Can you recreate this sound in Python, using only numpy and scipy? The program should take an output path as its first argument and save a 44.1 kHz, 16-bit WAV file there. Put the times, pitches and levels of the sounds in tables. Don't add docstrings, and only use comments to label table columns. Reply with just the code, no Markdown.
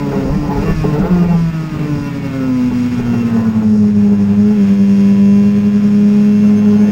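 import sys
import numpy as np
from scipy import signal
from scipy.fft import rfft, irfft, next_fast_len
from scipy.io import wavfile
from scipy.ndimage import uniform_filter1d

SR = 44100
rng = np.random.default_rng(int(sys.argv[2]) if len(sys.argv) > 2 else 0)


def master(y):
    cut = np.clip(np.atleast_2d(y).T, -1, 1)
    pcm = np.round(cut * 32767)
    wavfile.write(sys.argv[1], SR, pcm.astype(np.int16))


N = 304731
TIME = np.arange(N) / SR


def undb(db):
    return 10 ** (np.asarray(db) / 20)


def curves(table):
    seconds, *columns = np.transpose(table)
    return [np.interp(TIME, seconds, column) for column in columns]


def unit(x):
    return x / np.sqrt(np.mean(x ** 2))


def colour(x, points):
    size = next_fast_len(N)
    hz, db = np.transpose(points)
    bin_hz = np.maximum(np.arange(size // 2 + 1) * SR / size, 1)
    gain = undb(np.interp(np.log(bin_hz), np.log(hz), db))
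    return irfft(rfft(x, size) * gain, size)[:N]


def ring(x, hz, width):
    return signal.lfilter(*signal.iirpeak(hz, hz / width, fs=SR), x)


def wander(rate):
    hold = int(SR / rate)
    steps = np.repeat(rng.standard_normal(N // hold + 1), hold)
    return unit(uniform_filter1d(uniform_filter1d(steps, hold), hold)[:N])


# time of the peak and spread in seconds, peak level in dB.
WIND_GUSTS = [(.11, 0.036, -37), (.33, 0.1, -25), (.59, 0.044, -19.5), (.76, 0.16, -20), (1.03, 0.046, -25),
              (1.15, 0.046, -24), (1.27, 0.025, -24), (1.4, 0.12, -28), (1.75, 0.053, -33),
              (1.981, 0.052, -23), (2.7, 0.096, -39.5), (3.06, 0.083, -30), (3.41, .03, -41),
              (4.72, 0.032, -39)]
# time in seconds, strength in dB.
WIND_THUMPS = [(.305, -3.5), (.715, -2), (.76, -12.5), (1.14, -8.5), (1.74, -21), (1.98, -15)]


def wind(speed):
    steady = undb(-51.5 + 16 * np.log2(speed / 100) + 1.9 * wander(18))
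    gusts = sum(undb(db) * np.exp(-((TIME - at) / spread) ** 2) for at, spread, db in WIND_GUSTS)
    thumps = sum(undb(db) * np.exp(-((TIME - at) / 0.0047) ** 2) for at, db in WIND_THUMPS)
    rumble_tone = [(10, -19.5), (25, 2.5), (60, 0), (110, -2), (250, -24.5), (600, -63)]
    rumble = unit(colour(rng.standard_normal(N), rumble_tone))
    return (steady + gusts) * rumble + colour(thumps, [(8, -29.5), (30, -1.5), (300, -2)])


# time in seconds, cycles per second, level in dB.
NEIGHBOUR_RUN = [(0, 40.23, -29), (1.3, 39, -52), (1.7, 35.68, -26), (2.15, 32.8, -24.5),
                 (2.55, 30.17, -25), (2.9, 26.6, -25.5), (3.2, 25.98, -28.5), (3.5, 24.95, -30.5),
                 (3.9, 24.23, -26.5), (4.5, 25.4, -26.5), (4.9, 27.65, -29), (5.3, 30.2, -26.5),
                 (5.9, 34, -27.5), (6.3, 35.76, -28.5), (6.91, 36.7, -29)]
# multiple of the cycle rate, relative level in dB.
NEIGHBOUR_TONES = [(1, -18.5), (2, -19.5), (3, -13), (4, -3), (5, -3.5), (6, -16), (7, -6), (8, -28),
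                   (9, -21.5), (10, -33.5)]


def neighbour_engine():
    hz, level_db = curves(NEIGHBOUR_RUN)
    phase = 2 * np.pi * np.cumsum(hz) / SR
    tones = sum(undb(db + 1.5 * wander(8)) * np.sin(round(k) * phase + k * k)
                for k, db in NEIGHBOUR_TONES)
    return np.sqrt(2) * undb(level_db) * tones


# time in seconds, strength in dB.
ROAD_SHAKE = [(0, -37), (.5, -32.5), (.7, -29.5), (.77, -46), (.85, -36.5), (1.0, -29), (1.33, -35),
              (1.46, -52), (1.8, -40.5), (2.9, -49), (3.0, -39.5), (3.6, -39), (3.75, -43), (4.0, -43.5),
              (4.5, -44), (4.66, -47), (6.38, -46.5), (6.45, -41.5), (6.91, -37.5)]
# start in seconds, strength in dB.
ROAD_BUMPS = [(.116, -25), (.16, -41), (.205, -36), (.245, -33), (.334, -29), (.42, -53), (.5, -35),
              (.57, -32), (.615, -28.5), (.67, -34), (.833, -24), (.935, -29), (.977, -37), (1.15, -43),
              (1.211, -33.5), (2.7, -26.5), (2.986, -29.5), (3.059, -32), (3.13, -26), (3.222, -42),
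              (3.36, -35), (3.39, -33), (3.438, -34.5), (3.552, -39), (3.609, -32), (3.662, -42),
              (3.742, -40), (3.83, -41), (3.955, -35), (4.116, -42), (4.192, -36.5), (4.392, -40.5),
              (4.5, -37), (6.43, -37), (6.64, -36.5), (6.72, -34.5), (6.88, -47)]
# frequency in Hz, width in Hz, relative level in dB.
PANEL_RINGS = [(192.8, 17, 8.5), (305, 60, -1), (417.8, 46, 3), (480, 115, -6.5), (654.6, 45, -8.5),
               (850, 50, -5), (1078, 130, -9.5), (1333, 130, -13), (1820, 130, -19)]


def fairing_rattle(turns):
    rise_s, fade_s = .005, .015
    push = undb(curves(ROAD_SHAKE)[0] + 1.4 * wander(18))
    for start, db in ROAD_BUMPS:
        age = TIME - start
        push += undb(db) * np.clip(age / rise_s, 0, 1) * np.exp(-np.abs(age) / fade_s)
    knocks = np.append(np.diff(np.floor(turns)), 0) * undb(3.5 * wander(60))
    drive = push * (unit(knocks) + 1.39 * rng.standard_normal(N))
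    rattle = 0
    for hz, width, db in PANEL_RINGS:
        ringing = ring(ring(drive, hz, width), hz, 3 * width)
        width_gain = np.sqrt(SR / width / 3)
        rattle += undb(db + 2.5 * wander(14)) * width_gain * ringing
    return rattle


# frequency in Hz, relative level in dB.
HISS_TONE = [(40, -14.5), (90, -7.5), (170, 6), (260, 2), (400, -15.5), (700, -17), (1200, -15.5),
             (1900, -18.5), (2750, -19), (2950, -24), (4100, -27.5), (5200, -41.5), (6100, -44),
             (7000, -35.5), (8000, -39.5)]
# time in seconds, level in dB.
HISS_LEVEL = [(0, -30), (.5, -29), (.72, -25.5), (1.2, -29), (2.5, -29.5), (3.3, -29.5), (3.5, -32.5),
              (4.5, -31.5), (4.9, -30), (6.91, -31.5)]
# frequency in Hz, width in Hz, relative level in dB
# at 120 crank turns a second, dB added each time the revs double.
HOUSING_RINGS = [(4950, 500, -18, 6.5), (5680, 36, -25.5, 4.5), (6520, 94, -21, -10.5),
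                 (5410, 470, -17, -12)]


def hiss(firing_hz, turns, roughness, dip_db):
    noise = rng.standard_normal(N) * (1 + 0.023 * np.cos(2 * np.pi * turns))
    rush = unit(colour(noise, HISS_TONE)) * undb(1.5 * wander(12))
    flicker_db = (0.37 + 1.5 * roughness) * wander(11) - 0.74 * dip_db
    rings = 0
    for hz, width, db, db_per_doubling in HOUSING_RINGS:
        ring_db = db + db_per_doubling * np.log2(firing_hz / 120) + 0.67 * wander(4.9)
        rings += undb(ring_db + flicker_db) * unit(ring(noise, hz, width))
    return undb(curves(HISS_LEVEL)[0]) * (rush + undb(-6) * rings)


# frequency in Hz, width in Hz, boost in dB.
PIPE_RINGS = [(484.5, 93, 11), (615, 56, 5), (900, 120, -14), (1010, 76, 5), (1250, 140, -5),
              (1456, 79, -3), (1736, 380, -7.5), (2180, 210, -6), (2452, 150, -4.5), (2730, 100, -1),
              (3240, 500, -13), (4274, 71, -15.5), (5010, 410, -18.5), (6340, 62, -10.5)]
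# time in seconds, level in dB, growl boost in dB, treble boost in dB.
RASP_LEVELS = [(0, -45, 1, -6.5), (.6, -42, 2, -5.5), (.7, -31, -7, -9), (.82, -35, -10, -14),
               (1.0, -41.5, 2, -16), (1.2, -36, 1.5, -8.5), (1.75, -39.5, 1, -11.5), (2.2, -44.5, 3.5, 1),
               (2.3, -41, 10, -4.5), (2.45, -47.5, 16, 1), (2.7, -49, 8, 5.5), (3.2, -44.5, 7.5, 1),
               (3.45, -42.5, -2, -11), (3.65, -50, -0.5, -6.5), (4.5, -47, 3, 2), (4.7, -45, -6, 3),
               (5.2, -44, -8, 4), (5.9, -47, 3, 3), (6.91, -45.5, -4.5, 4.5)]
# multiple of the firing rate, boost in dB.
FIRING_TONE = [(5, -2.5), (6, -5.5), (7, 2), (8, 2.5), (9, 0.5), (10, -1), (11, 2.5), (12, -2), (13, 2),
               (14, 0.5), (16, 4), (20, -1)]


def pipe_rasp(firing_hz, turns, roughness, dip_db):
    treble_hz, growl_hz, growl_width_hz = 1950, 1350, 170
    rasp, step = 0, 64
    level_db, growl_db, treble_db = (curve[::step] for curve in curves(RASP_LEVELS))
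    for multiple in range(5, 66):
        hz = multiple * firing_hz[::step]
        pipe_power = sum(undb(2 * db) / (1 + (2 * (hz - centre) / width) ** 2) ** 2
                         for centre, width, db in PIPE_RINGS)
        boost_db = np.interp(multiple, *np.transpose(FIRING_TONE))
        boost_db += treble_db / (1 + (treble_hz / hz) ** 8)
        boost_db += growl_db * np.exp(-((hz - growl_hz) / growl_width_hz) ** 2)
        waver_db = (1.2 * wander(3) + 6 * roughness * wander(30))[::step]
        gain = np.sqrt(pipe_power) * undb(level_db + boost_db + waver_db) * (hz < SAMPLING_HZ / 2)
        lag = .33 * rng.random()
        rasp += np.interp(TIME, TIME[::step], gain) * np.sin(2 * np.pi * (multiple * turns + lag))
    return np.sqrt(2) * undb(-.4 * dip_db) * rasp


# frequency in Hz, gain in dB.
MOUNT_RESPONSE = [(100, -27.5), (120, -24), (140, -24.5), (155, -16.5), (165, -12.5), (176, -10.5),
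                  (200, -7.5), (215, -9), (240, -14.5), (255, -12), (270, -22.5), (290, -23), (312, -28),
                  (332, -37), (352, -21), (380, -31.5), (410, -25), (445, -27), (480, -39), (545, -30),
                  (600, -44), (710, -37)]
# multiple of the turning rate, relative level in dB,
# waver in dB per unit of roughness, how strongly it follows the throb (1 means in full).
CRANK_TONES = [(1, 0.5, 3.5, 1.0), (2, 0, 3, 0.81), (3, -10.5, 5.5, 0.86), (4, 0.5, 5.5, 1.37)]
# time in seconds, boost in dB.
LOWEST_TONE_SWELL = [(0, 0.5), (.75, -3), (.87, 7.5), (.97, 6.5), (1.05, -6.5), (1.2, 2.5), (1.4, 0.5),
                     (1.7, -7), (1.97, 4.5), (2.05, -20), (2.3, -8), (2.9, -13), (3.0, 3.5), (4.4, 2),
                     (4.6, -4), (5.7, 3), (6.15, -7.5), (6.5, 1), (6.91, -1)]


def crank_drone(firing_hz, turns, roughness, dip_db):
    swell_db, = curves(LOWEST_TONE_SWELL)
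    drone = 0
    for multiple, db, waver_db, throb_share in CRANK_TONES:
        k = round(multiple)
        mount_db = np.interp(k * firing_hz, *np.transpose(MOUNT_RESPONSE))
        change_db = swell_db * (k == 1) - throb_share * dip_db + roughness * waver_db * wander(35)
        drone += undb(db + mount_db + change_db) * np.sin(2 * np.pi * k * turns + k)
    return np.sqrt(2) * drone


# time of the deepest point in seconds, spread in seconds, depth in dB.
THROB_DIPS = [(.741, 0.021, 6.5), (0.915, 0.018, 5.5), (.968, 0.016, 8.5), (1.037, 0.022, 6.5),
              (1.093, .015, 8), (1.268, 0.031, 6.5), (1.517, .015, 11.5), (1.687, 0.031, 4.5),
              (1.78, 0.017, 5), (2.213, 0.16, 9.5), (2.712, 0.021, 7.5), (2.898, 0.023, 7.5),
              (2.961, .015, 6.5), (3.028, 0.022, 6.5), (3.236, 0.014, 8), (3.311, 0.053, 7.5),
              (3.525, 0.12, 8.5), (3.93, 0.048, 6), (4.264, 0.16, 7), (4.55, .03, 2.5), (4.77, .25, 4),
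              (5.154, 0.041, 3), (5.715, .24, 7), (6.33, .2, 0.5), (6.633, 0.039, 3), (6.782, .015, 3.5),
              (6.859, 0.013, 3.5)]


def throb(t):
    throb_hz = 10.53
    return sum(db * np.exp(-((t - at) / spread) ** 4) * np.cos(np.pi * throb_hz * (t - at)) ** 2
               for at, spread, db in THROB_DIPS)


# start in seconds, clutch slip in seconds, ratio of the new gear to the old.
DOWNSHIFTS = [(0.269, 0.087, 1.18), (.575, .1, 1.18), (.94, .18, 1.27)]


def revs(speed, roughness):
    early_dip_db = np.minimum(throb(TIME + .02), 4)
    firing_hz = speed * (1 + .0015 * early_dip_db)
    for start, slip, ratio in DOWNSHIFTS:
        old_gear_share = np.cos(np.pi / 2 * np.clip((TIME - start) / slip, 0, 1)) ** 2
        firing_hz /= ratio ** old_gear_share
    waver = 1 + .004 * roughness * wander(30)
    return firing_hz, np.cumsum(firing_hz * waver) / SR


# time in seconds, the firing rate in Hz that this speed gives in the final gear.
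ROAD_SPEED = [(0, 253.6), (.57, 210.5), (.76, 200.3), (.94, 187.7), (1.2, 174.7), (1.6, 158.8),
              (2.02, 143.4), (2.3, 135.5), (2.62, 124.2), (2.9, 122.1), (3.22, 117.5), (3.5, 110.7),
              (3.88, 103.4), (4.29, 99.97), (4.53, 105.4), (4.63, 98.7), (5.16, 99.5), (5.4, 101.1),
              (6.01, 102.7), (6.36, 103.8), (6.77, 103.9), (6.91, 103.6)]


def scene():
    speed, = curves(ROAD_SPEED)
    road_db, = curves(ROAD_SHAKE)
    smooth_road_db = -49
    roughness = np.clip((road_db - smooth_road_db) * 0.07, 0, .55)
    firing_hz, turns = revs(speed, roughness)
    dip_db = throb(TIME)
    engine = sum(part(firing_hz, turns, roughness, dip_db) for part in (crank_drone, hiss, pipe_rasp))
    return (engine + neighbour_engine() + fairing_rattle(turns) + wind(speed))[None]


# distance below the sampling rate in Hz, gain in dB.
MIRROR_TONE = [(200, -48), (270, -44.5), (420, -40), (1200, -25), (2700, -21), (5000, -15.5), (6500, -12),
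               (8000, -0.5)]
SAMPLING_HZ, TOP_HZ = 16000, 15770


def record(dry):
    ceiling, gain_db = 1.14, 1.0
    rounded = np.tanh(dry[0] / ceiling) * ceiling * undb(gain_db)
    keep_low = signal.ellip(8, .2, 70, SAMPLING_HZ / 2, fs=SR, output="sos")
    keep_high = signal.ellip(8, .2, 70, SAMPLING_HZ / 2, "high", fs=SR, output="sos")
    cut_top = signal.ellip(14, .2, 80, TOP_HZ, fs=SR, output="sos")
    sound = signal.sosfilt(keep_low, rounded)
    flipped = 2 * colour(sound, MIRROR_TONE) * np.cos(2 * np.pi * SAMPLING_HZ * TIME)
    mirror = signal.sosfilt(keep_high, flipped)
    return signal.sosfilt(cut_top, sound + mirror)[None]


dry = scene()
out = record(dry)
master(out)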